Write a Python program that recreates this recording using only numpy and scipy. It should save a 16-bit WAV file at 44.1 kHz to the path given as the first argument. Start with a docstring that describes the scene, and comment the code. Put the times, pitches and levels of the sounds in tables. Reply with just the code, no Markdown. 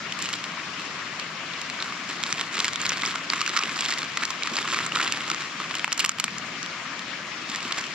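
"""Dry noodles, packet to pot

Outdoors, hands work dry ribbon noodles out of a thin plastic packet and snap them over a pot.
Right in front of a small stereo microphone the film crinkles and the noodles grate and crack with
each grip. Now and then the packet is bumped, and jacket sleeves stir a faint rumble.
A creek rushes steadily further off to the left."""
import sys
import numpy as np
from scipy import signal
from scipy.fft import rfft, irfft
from scipy.io import wavfile
from scipy.ndimage import uniform_filter1d, map_coordinates

SR = 44100
rng = np.random.default_rng(int(sys.argv[2]) if len(sys.argv) > 2 else 0)


def dump_mix(stems):
    """Bounce the given channels to the path in sys.argv[1] as a 16-bit WAV at rate SR."""
    frames = np.atleast_2d(stems).T  # one column per channel
    limited = np.clip(frames, -1, 1)  # hard clip at full scale
    pcm = np.round(limited * 32767).astype(np.int16)
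    wavfile.write(sys.argv[1], SR, pcm)


N = 350154

# Hands squeeze the packet or dig into it: start_s, length_s, level_db, noodles_over_film_db
HAND_GRIPS = [(0.172, 0.11, -37, -21), (0.3, 0.028, -36.5, -20), (0.41, 0.032, -46, -15),
              (0.758, 0.054, -42, -13), (1.154, 0.058, -43, 3), (1.524, 0.2, -43, 8),
              (1.758, 0.21, -37, 15), (2.059, 0.022, -34, -6), (2.243, 0.174, -32, 0),
              (2.513, 0.18, -31.5, -1), (2.778, 0.2, -32, -2), (3.009, 0.13, -31.5, 2.5),
              (3.284, 0.29, -33.5, 3), (3.515, 0.21, -32, 2.5), (3.726, 0.23, -30.5, -4),
              (3.966, 0.041, -34, -4), (4.186, 0.042, -29.5, 4.5), (4.41, 0.062, -32.5, 3.5),
              (4.505, 0.1, -31, 0), (4.601, 0.25, -30.5, 4), (4.693, 0.11, -29.5, 6.5),
              (4.921, 0.13, -25.5, 1.5), (5.056, 0.17, -34, 0.5), (5.23, 0.097, -38, 4.5),
              (5.376, 0.03, -34, 3), (5.575, 0.059, -34, 9), (5.68, 0.09, -35, -8),
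              (5.986, 0.033, -35.5, 7), (7.469, 0.24, -36.5, -3.5), (7.736, 0.074, -33, -4.5)]


def handling(held_db=-50, attack_s=0.036, sag_db_per_s=13, release_s=0.04, settle_db=-9, settle_s=0.23):
    """Each grip swells, sags and lets go, and the film settles. Gives crinkle and grating envelopes."""
    t = np.arange(N) / SR
    film = noodles = np.full(N, from_db(held_db) ** 2 / 2)
    for start_s, length_s, level_db, digging_db in HAND_GRIPS:
        held_s = np.clip(t - start_s, 0, length_s)
        let_go_s = np.clip(t - start_s - length_s, 0, 2)
        attack = np.clip((t - start_s) / attack_s, 0, 1)
        pressure = attack * from_db(level_db - sag_db_per_s * held_s)
        release = np.exp(-2 * let_go_s / release_s)
        settling = from_db(settle_db) ** 2 * np.exp(-2 * let_go_s / settle_s)
        power = pressure ** 2 * (release + settling)
        film_share = 1 / (1 + from_db(digging_db) ** 2)
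        film = film + film_share * power
        noodles = noodles + (1 - film_share) * power
    unsteady_fingers = from_db(drift(22))
    return np.sqrt([film, noodles]) * unsteady_fingers


def crackle(spectrum, per_s, spread_db, clump_db, q, facets=14):
    """Tiny clicks come in clumps, each ringing facets of its own pitch. Stereo, level held near 1."""
    size_db = spread_db * np.minimum(rng.exponential(1, N), 3.5) + clump_db * drift(260)
    sizes = from_db(size_db) * rng.choice([-1, 1], N)
    fires = rng.random(N) < per_s / SR
    clicks = sizes * fires * (1 + 0.077 * rng.standard_normal((2, N)))   # slightly unlike in each ear
    facet = np.round(facets * drift(90) + 2 * rng.standard_normal(N)) % facets
    rings = sum(resonance(clicks * (facet == k), hz, q) / np.sqrt(hz / 3000)
                for k, hz in enumerate(np.geomspace(800, 11000, facets)))
    sound = coloured(rings + 0.38 * clicks, spectrum)
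    power = np.mean(sound ** 2, axis=0)
    power = uniform_filter1d(uniform_filter1d(power, size=1500), size=1500)
    return sound / np.sqrt(np.abs(power) + 0.0071 * power.mean())


# Bright tone of the buckling film: frequency_hz, gain_db
FILM_EQ = [(100, -31), (300, 3), (650, -11), (1100, -3), (2200, 2), (4000, 1), (7000, -4.5), (11000, -9),
           (16000, -27)]
# Darker tone of noodles rubbing together: frequency_hz, gain_db
GRATING_EQ = [(80, -42), (250, -0.5), (380, -5), (520, -14), (800, -18.5), (1050, -3.5), (1280, -1.5),
              (1600, -5.5), (2200, -7), (3500, -9.5), (7000, -14.5), (16000, -28)]


def packet(crinkle, grating, film_lift_db=2.0):
    """The film buckles and the noodles scrape; harder handling makes both denser and louder."""
    grip = np.hypot(crinkle, grating)
    effort = np.sqrt(grip / grip.max())
    film = crackle(FILM_EQ, per_s=2300 * effort, spread_db=3.5, clump_db=6.0, q=2.8)
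    noodles = crackle(GRATING_EQ, per_s=3200 * effort, spread_db=4.0, clump_db=4.5, q=3.7)
    return from_db(film_lift_db) * crinkle * film + grating * noodles


def fracture(centre_hz, rings, length_s, spectrum, tail_s, size=1024):
    """A break sets off a volley of smaller ones that excite rings (hz, db, q). Rms 1 over 5 ms."""
    t = np.arange(size) / SR
    noise, scatter = rng.standard_normal(size), rng.standard_normal((2, size))
    breaks = rms_one(np.sign(noise) * np.abs(noise) ** 1.4)   # spikier than plain noise
    first_break = 0.5 * np.exp(-t / 0.0003)
    volley = np.exp(-(t / (1.96 * max(length_s, 3e-4))) ** 3)
    tail = 0.5 * from_db(-13) * np.exp(-t / tail_s)
    force = evened(breaks * (volley + first_break + tail))
    force = force + scatter * (0.3 * volley + tail)   # scattered by pot and jacket
    crack = rms_one(coloured(resonance(force, centre_hz, q=0.62), spectrum, size=512))
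    sound = crack + sum(from_db(db) * rms_one(resonance(crack, hz, q)) for hz, db, q in rings)
    return sound / np.sqrt(np.sum(sound ** 2) / (2 * 0.005 * SR))


def evened(burst, amount=0.6):
    """Smooth a burst's chance peaks and dips, so a crack takes its colour from the piece that breaks."""
    hz = np.fft.rfftfreq(len(burst), 1 / SR)
    power = uniform_filter1d(np.abs(rfft(burst)) ** 2, size=9)
    excess_db = 10 * np.log10(power / power.mean() + 0.1)
    return coloured(burst, np.transpose([hz, -amount * excess_db])[1:], size=256)


# Cracks that stand out of the crinkle: start_s, level_db (before lift), centre_hz, ring_hz, ring_db
ACCENT_CRACKS = [(0.1227, -26, 3700, 3120, 0), (0.1898, -29, 7000, 1130, -4),
                 (0.2238, -26, 7060, 7700, -7.5), (0.2572, -28.5, 4500, 2885, -3),
                 (0.289, -28.5, 3750, 2720, -5), (0.3293, -28.5, 6200, 2800, -11),
                 (0.3334, -28, 3700, 2920, -10), (0.3384, -26, 3640, 3270, -4),
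                 (0.4403, -28.5, 2980, 1920, -18), (1.1969, -28.5, 3600, 3900, -6),
                 (1.537, -34, 2970, 3540, 2), (1.615, -29.5, 5540, 2740, -9),
                 (1.6994, -27.5, 3270, 2220, -8), (1.8018, -30, 1200, 4030, 4),
                 (1.824, -24.5, 1890, 4130, -2), (2.2294, -29.5, 3100, 7050, -12),
                 (2.2367, -21, 2660, 3410, -6), (2.3262, -19.5, 3760, 5780, -8),
                 (2.3955, -27, 1420, 3480, -8.5), (2.4115, -23, 4510, 3180, -5.5),
                 (2.5797, -25.5, 1900, 2920, -8), (2.591, -25, 4450, 3400, -15),
                 (2.6025, -20, 3000, 4050, -5.5), (2.6448, -19, 4500, 2180, -2),
                 (2.652, -23.5, 3700, 2700, -10), (2.6812, -22.5, 2370, 7400, -14),
                 (2.7332, -27.5, 4500, 1980, -14), (2.7584, -24, 3670, 3600, -4),
                 (2.8155, -27, 7060, 7000, 3), (2.8564, -24.5, 4480, 2030, -5),
                 (2.8645, -22, 3660, 4010, -1), (2.8927, -20.5, 7000, 6130, 7),
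                 (2.9044, -26, 1900, 2940, 6), (2.9194, -24.5, 1200, 2130, -10),
                 (3.0195, -25.5, 2990, 3600, 0), (3.0339, -22.5, 1500, 2070, 0),
                 (3.052, -27, 3000, 3860, 4), (3.0607, -24, 7100, 5480, 16),
                 (3.1562, -24.0, 2360, 1380, -3), (3.3005, -19, 2830, 4680, 2),
                 (3.3239, -31, 2750, 1240, -2), (3.3345, -20, 1495, 2077, -6),
                 (3.4076, -26, 2630, 4140, -7), (3.4143, -19.5, 3680, 1245, -6),
                 (3.4622, -23, 3700, 2570, -1), (3.4769, -23, 3000, 1520, -5),
                 (3.4932, -25.5, 3000, 5300, -19), (3.5655, -21, 2630, 1335, -1),
                 (3.5703, -23.5, 4000, 5000, -10), (3.5745, -18.5, 3300, 1410, -8),
                 (3.5904, -18.5, 1800, 5600, 0), (3.604, -25, 2190, 1250, 9), (3.6256, -24, 1200, 2380, -3),
                 (3.6354, -21, 2400, 2630, -4.5), (3.694, -27.5, 2200, 2500, -7),
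                 (3.8083, -23.5, 4470, 7480, -1), (3.8226, -27.5, 2500, 3400, 0.5),
                 (3.8524, -26, 4970, 3510, 2), (3.8598, -24.5, 3000, 3600, -4.5),
                 (3.8898, -27, 1800, 5070, -7), (3.9042, -28, 4500, 4800, -5),
                 (3.9239, -23, 3050, 1860, -2), (3.9841, -28, 7300, 4560, -10),
                 (3.9898, -28.5, 3700, 3600, -9), (4.0304, -26.5, 1880, 4150, -2),
                 (4.1724, -21.5, 3290, 1350, -8.5), (4.174, -25.5, 5500, 2000, 1.5),
                 (4.2233, -29, 1100, 2140, 1), (4.2356, -23, 5520, 1730, 4), (4.2526, -23, 5500, 5230, -5),
                 (4.3041, -24.5, 4500, 1080, -8), (4.423, -26.0, 1210, 2450, 9),
                 (4.4339, -23, 3020, 3830, -4.5), (4.4724, -23.5, 2390, 1316, -8),
                 (4.5675, -22, 2410, 4700, 0), (4.5867, -22.5, 1900, 1925, -10),
                 (4.7441, -22.5, 1495, 2210, -6), (4.7886, -22.5, 1923, 1934, -8),
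                 (4.8638, -23.5, 1200, 8110, 4), (4.9203, -24.5, 1207, 2860, 3.5),
                 (4.971, -23, 1920, 1360, 7), (4.9984, -24, 1207, 1388, 8), (5.0701, -31, 3190, 3120, 5.5),
                 (5.1227, -20, 6770, 2800, -5), (5.3004, -21, 3700, 1324, -2.5),
                 (5.315, -22.5, 3000, 1100, -6), (5.3464, -26, 1510, 6430, -9),
                 (5.6009, -26.5, 1203, 1270, -6), (5.7098, -28.5, 1250, 3670, -11),
                 (5.7527, -25, 7000, 2990, -2), (5.7945, -26.5, 2360, 3120, -5),
                 (6.3831, -29.5, 5430, 6500, -5), (6.6287, -28.5, 3000, 5970, -2),
                 (6.6615, -31.5, 5530, 3270, -2), (6.993, -32, 4500, 3300, -5),
                 (7.4985, -31, 6500, 3780, -8), (7.5482, -28, 3520, 1850, 0.5),
                 (7.5593, -26, 5000, 1860, -8), (7.7218, -26, 3280, 980, -9.5),
                 (7.7243, -23, 3200, 3320, -2.5), (7.7875, -27, 1896, 2060, 3)]
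# Tone of a crack inside the packet: frequency_hz, gain_db
CRACK_EQ = [(100, -34), (400, 0), (750, -6), (1150, 8), (1600, 1.5), (2200, 4), (3200, -0.5), (5500, 2),
            (9000, -3.5), (16000, -8)]


def cracks(rows, lift_db=0.0, usual_length_s=0.0012, ring_q=9.4):
    """Creases flip and noodles give way: dry ticks, each with a ping ring_db above its crack."""
    out = np.zeros((2, N))
    for start_s, level_db, centre_hz, ring_hz, ring_db in rows:
        length_s = usual_length_s * np.exp(0.31 * rng.standard_normal())
        crack = fracture(centre_hz, [(ring_hz, ring_db, ring_q)], length_s, CRACK_EQ, tail_s=0.0027)
        add(out, start_s, from_db(level_db + lift_db) * crack)
    return out


def lesser_ticks(crinkle, grating, peak_per_s=85, film_hz=4800, noodle_hz=1800, ring_db=-15, count=800):
    """Creases and noodles give way at random, more often and louder as the film is squeezed."""
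    when, chance = rng.random((2, count))
    spread_db, detune = np.clip(rng.standard_normal((2, count)), -2, 2)
    at = (when * N).astype(int)
    grip = np.hypot(crinkle, grating)[at]
    film_share = (crinkle[at] / grip) ** 2
    centre_hz = noodle_hz * (film_hz / noodle_hz) ** film_share
    ring_hz = centre_hz * 2 ** (0.27 * detune)
    level_db = 20 * np.log10(grip) - 0.5 + spread_db
    rows = np.transpose([at / SR, level_db, centre_hz, ring_hz, np.full(count, ring_db)])
    odds = peak_per_s * N / SR / count * crinkle[at] / crinkle.max()
    return cracks(rows[chance < odds])


# Noodles snapped over the pot: start_s, level_db, centre_hz, ring_hz, ring_db, length_s
NOODLE_SNAPS = [(5.8443, -16.5, 1860, 2560, 4.5, 0.0012), (5.878, -23.5, 1150, 900, -7, 0.0011),
                (5.92, -24, 2350, 2660, 2, 0.0011), (5.9273, -14.5, 4170, 5330, -3, 0.0025),
                (5.977, -21.5, 4000, 7200, -13, 0.0023), (5.9933, -16, 4260, 4330, -3, 0.0034),
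                (5.9995, -15, 5850, 2850, 4, 0.0043), (6.0432, -22, 4400, 1960, 7, 0.0011),
                (6.0481, -14.5, 4100, 2720, -7, 0.0013), (6.0602, -17.5, 4500, 5820, -16, .0022),
                (6.093, -14.5, 3400, 6350, -4, 0.0013), (6.117, -26, 2000, 4870, -3, 0.0016),
                (6.185, -26, 2380, 3300, -6, 0.0015), (6.199, -14, 4700, 3030, -17, 0.002),
                (6.241, -13.5, 3960, 3220, -22, 0.0021), (6.2806, -22, 2300, 2280, 12, 0.0012)]
# Bending modes of a broken ribbon: pitch_hz, level_db (against the crack)
BENDING_MODES = [(1300, -18), (2300, -15), (3080, -10), (4250, -18), (5500, -13), (7300, -15)]
# Tone of a snap in the open, brittle to the top of the treble: frequency_hz, gain_db
SNAP_EQ = [(100, -24), (400, 0), (750, 2), (1250, 9.5), (1650, 3), (2900, -2.5), (3600, -4), (5500, -2),
           (9000, 3), (16000, 3)]


def snaps(ring_q=5.8, mode_q=11, detune_octaves=0.05, splinter_hz=3600, splinter_ring_db=-15):
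    """A dry ribbon breaks, rings in its bending modes and sheds three splinters."""
    out, splinters = np.zeros((2, N)), []
    for start_s, level_db, centre_hz, ring_hz, ring_db, length_s in NOODLE_SNAPS:
        rings = [(ring_hz, ring_db, ring_q)]
        masked_db = max(ring_db + 10, 0) / 2   # one strong ring masks the rest
        for mode_hz, mode_db in BENDING_MODES:
            detune = 2 ** (detune_octaves * rng.standard_normal())
            rings.append((mode_hz * detune, mode_db - masked_db, mode_q))
        snap = fracture(centre_hz, rings, length_s, SNAP_EQ, tail_s=1.5 * length_s)
        add(out, start_s, from_db(level_db) * snap)
        for delay, faintness, pitch in rng.random((3, 3)):
            splinter_db = level_db - 18 - 10 * faintness
            ping_hz = splinter_hz * 2 ** (2 * pitch - 1)
            splinters.append((start_s + 0.03 * delay, splinter_db, splinter_hz, ping_hz, splinter_ring_db))
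    return out + cracks(splinters)


def close_by(sound, right_lead_s=3e-5, shelter_db=-25.0, shelter_t60_s=0.16, size=8192):
    """Direct sound reaches the right port first; a shelter roof returns a faint, thin tail."""
    late_left = map_coordinates(sound[0], [np.arange(N) - right_lead_s * SR], order=3)
    t = np.arange(size) / SR
    decay = from_db(-60 * t / shelter_t60_s) * (t > 0.005)
    shelter = rms_one(rng.standard_normal((2, size)) * decay) / np.sqrt(size)
    tail = resonance(signal.oaconvolve(sound, shelter, axes=1)[:, :N], hz=2500, q=0.63)
    return np.array([late_left, sound[1]]) + from_db(shelter_db) * tail


# Soft knocks of the hands on the packet: start_s, peak_db, pitch_hz
PACKET_BUMPS = [(2.327, -32, 171), (2.583, -32, 246), (3.026, -32, 255), (3.635, -29, 321),
                (4.514, -27.5, 246), (4.929, -33, 380), (5.312, -28.5, 343), (6.239, -31, 233),
                (7.49, -31.5, 231), (7.649, -27.5, 258)]


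def bumps(q=1.78, swell_s=0.0035):
    """The filled packet gives a short, dull thud as its contents shift."""
    out, t = np.zeros(N), np.arange(SR // 10) / SR
    for start_s, peak_db, pitch_hz in PACKET_BUMPS:
        shove = rng.standard_normal(len(t)) * t * np.exp(-t / swell_s)
        thud = resonance(resonance(shove, pitch_hz, q), pitch_hz, q)
        add(out, start_s, from_db(peak_db) * thud / np.abs(thud).max())
    return out


# Tone of the rushing water: frequency_hz, gain_db
CREEK_EQ = [(25, -41), (50, -28), (100, -12.5), (160, -0.5), (290, -1.5), (450, -8.5), (680, -4.5),
            (850, -7), (1120, 1), (1500, -1.5), (2200, 0), (3700, -7), (5500, -8.5), (9000, -17),
            (16000, -40.5)]
# How alike the creek is in both ears: frequency_hz, correlation
CREEK_CORRELATION = [(150, 1.0), (290, .97), (640, 0.78), (1400, 0.72), (3100, 0.44), (6000, 0),
                     (15000, -0.7)]
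# Where the creek leans: frequency_hz, left_over_right_db
CREEK_PAN = [(100, 1.5), (380, 1), (700, 3.5), (1300, 5.5), (2400, 9.5), (4400, 6), (6000, -0.5),
             (8000, 12), (15000, -2)]


def creek(level_db=-33.5, surge_db=1.52, bands=20):
    """Rushing water: noise bands that each surge a little, mostly to the left, wider in the treble."""
    out, edges_hz = 0, np.geomspace(22, 17500, bands + 1)
    white, ears = rng.standard_normal((2, 2, N)), np.array([[1], [-1]])
    for k, (low_hz, high_hz) in enumerate(zip(edges_hz, edges_hz[1:])):
        band = signal.butter(2, [low_hz, high_hz], "band", fs=SR, output="sos")
        mid, side = signal.sosfilt(band, white[k % 2])
        centre_hz = np.sqrt(low_hz * high_hz)
        alike = np.clip(at_hz(CREEK_CORRELATION, centre_hz), -1, 1)
        surge = from_db(surge_db * drift(45))
        pan = from_db(ears * at_hz(CREEK_PAN, centre_hz) / 2)
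        out = out + surge * pan * (np.sqrt(1 + alike) * mid + np.sqrt(1 - alike) * side * ears)
    return from_db(level_db) * rms_one(coloured(out, CREEK_EQ))


# Jacket sleeves sweep past the microphone: peak_s, level_db
SLEEVE_SWEEPS = [(.15, -53.5), (2.35, -64), (2.95, -48.5), (4.85, -49.5), (6.252, -49)]
# Tone of the stirred air: frequency_hz, gain_db
SLEEVE_EQ = [(30, -27), (65, -9), (110, 1), (180, 9), (400, -16), (1000, -23)]


def sleeves(swing_s=0.34, rest_db=-58):
    """Heavy cloth stirs the air as the arms swing: a faint low rumble."""
    t = np.arange(N) / SR
    swings = sum(from_db(db) / (1 + ((t - peak_s) / swing_s) ** 2) ** 2 for peak_s, db in SLEEVE_SWEEPS)
    rumble = rms_one(coloured(rng.standard_normal(N), SLEEVE_EQ, size=4096))
    return (from_db(rest_db) + swings) * rumble


def from_db(db):
    """Decibels to gain."""
    return 10 ** (np.asarray(db) / 20)


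def rms_one(x):
    """Scale to rms 1."""
    return x / np.sqrt(np.mean(x ** 2) + 1e-20)


def at_hz(points, hz):
    """Read a table on a log-frequency axis."""
    table_hz, values = np.transpose(points)
    return np.interp(np.log(hz + 1e-9), np.log(table_hz), values)


def drift(per_s):
    """A random wander with spread 1, turning about per_s times a second."""
    knots = rng.standard_normal(4096)
    return np.interp(np.arange(N) / SR * per_s, np.arange(len(knots)), knots) / np.sqrt(2 / 3)


def coloured(x, spectrum, size=2048):
    """Minimum-phase EQ: shapes the tone with no ringing ahead of an attack."""
    gain = from_db(at_hz(spectrum, np.fft.rfftfreq(size, 1 / SR)))
    cepstrum = irfft(np.log(gain))
    cepstrum[1:size // 2] *= 2
    cepstrum[size // 2 + 1:] = 0
    response = np.array(irfft(np.exp(rfft(cepstrum))), ndmin=x.ndim)
    return signal.oaconvolve(x, response, axes=-1)[..., :x.shape[-1]]


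def resonance(x, hz, q):
    """One band-pass resonance, gain 1 at its peak."""
    angle = 2 * np.pi * min(hz, 0.4 * SR) / SR
    width = np.sin(angle) / (2 * q)
    return signal.lfilter([width, 0, -width], [1 + width, -2 * np.cos(angle), 1 - width], x + 1e-18)


def add(out, start_s, sound):
    """Mix a short sound in at start_s."""
    start = max(int(start_s * SR), 0)
    part = sound[..., :max(N - start, 0)]
    out[..., start:start + part.shape[-1]] += part


def scene():
    """Close handwork in front of the creek."""
    crinkle, grating = handling()
    bed = creek() + bumps() + sleeves()
    hands = packet(crinkle, grating) + snaps() + cracks(ACCENT_CRACKS, lift_db=1.0)
    return bed + close_by(hands + lesser_ticks(crinkle, grating))


def limiter(x, threshold_db=-7.5, release_db_per_s=50.0, linger_share=0.067, linger_db_per_s=0.06):
    """The loudest snaps duck the gain; most of it returns quickly, a small share creeps back."""
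    t = np.arange(N) / SR
    over_db = np.maximum(20 * np.log10(np.abs(x).max(axis=0) + 1e-9) - threshold_db, 0)
    fast_db = np.maximum.accumulate(over_db + release_db_per_s * t) - release_db_per_s * t
    slow_db = np.maximum.accumulate(linger_share * over_db + linger_db_per_s * t) - linger_db_per_s * t
    duck_db = signal.lfilter([0.01], [1, -0.99], np.maximum(fast_db, slow_db))
    return x * from_db(-duck_db)


# Tone of the two microphone ports: frequency_hz, gain_db
LEFT_PORT_EQ = [(3000, 0), (5500, 0), (6500, -3.5), (7300, -9.5), (8100, -21), (9300, -14), (12300, -15.5),
                (16000, -25.5)]
RIGHT_PORT_EQ = [(3000, 0.5), (5500, -0.5), (6200, -1.5), (7100, 5.5), (7650, 3), (8050, -6.5),
                 (10500, -12.5), (12500, -7.5), (16000, -33.5)]


def record(dry, cutoff_hz=16400):
    """Each port colours its side, then come a limiter and a steep top cut."""
    ports = np.array([coloured(dry[0], LEFT_PORT_EQ), coloured(dry[1], RIGHT_PORT_EQ)])
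    top_cut = signal.ellip(10, 0.1, 80, cutoff_hz, fs=SR, output="sos")
    return signal.sosfilt(top_cut, limiter(ports))


dry = scene()
out = record(dry)
dump_mix(out)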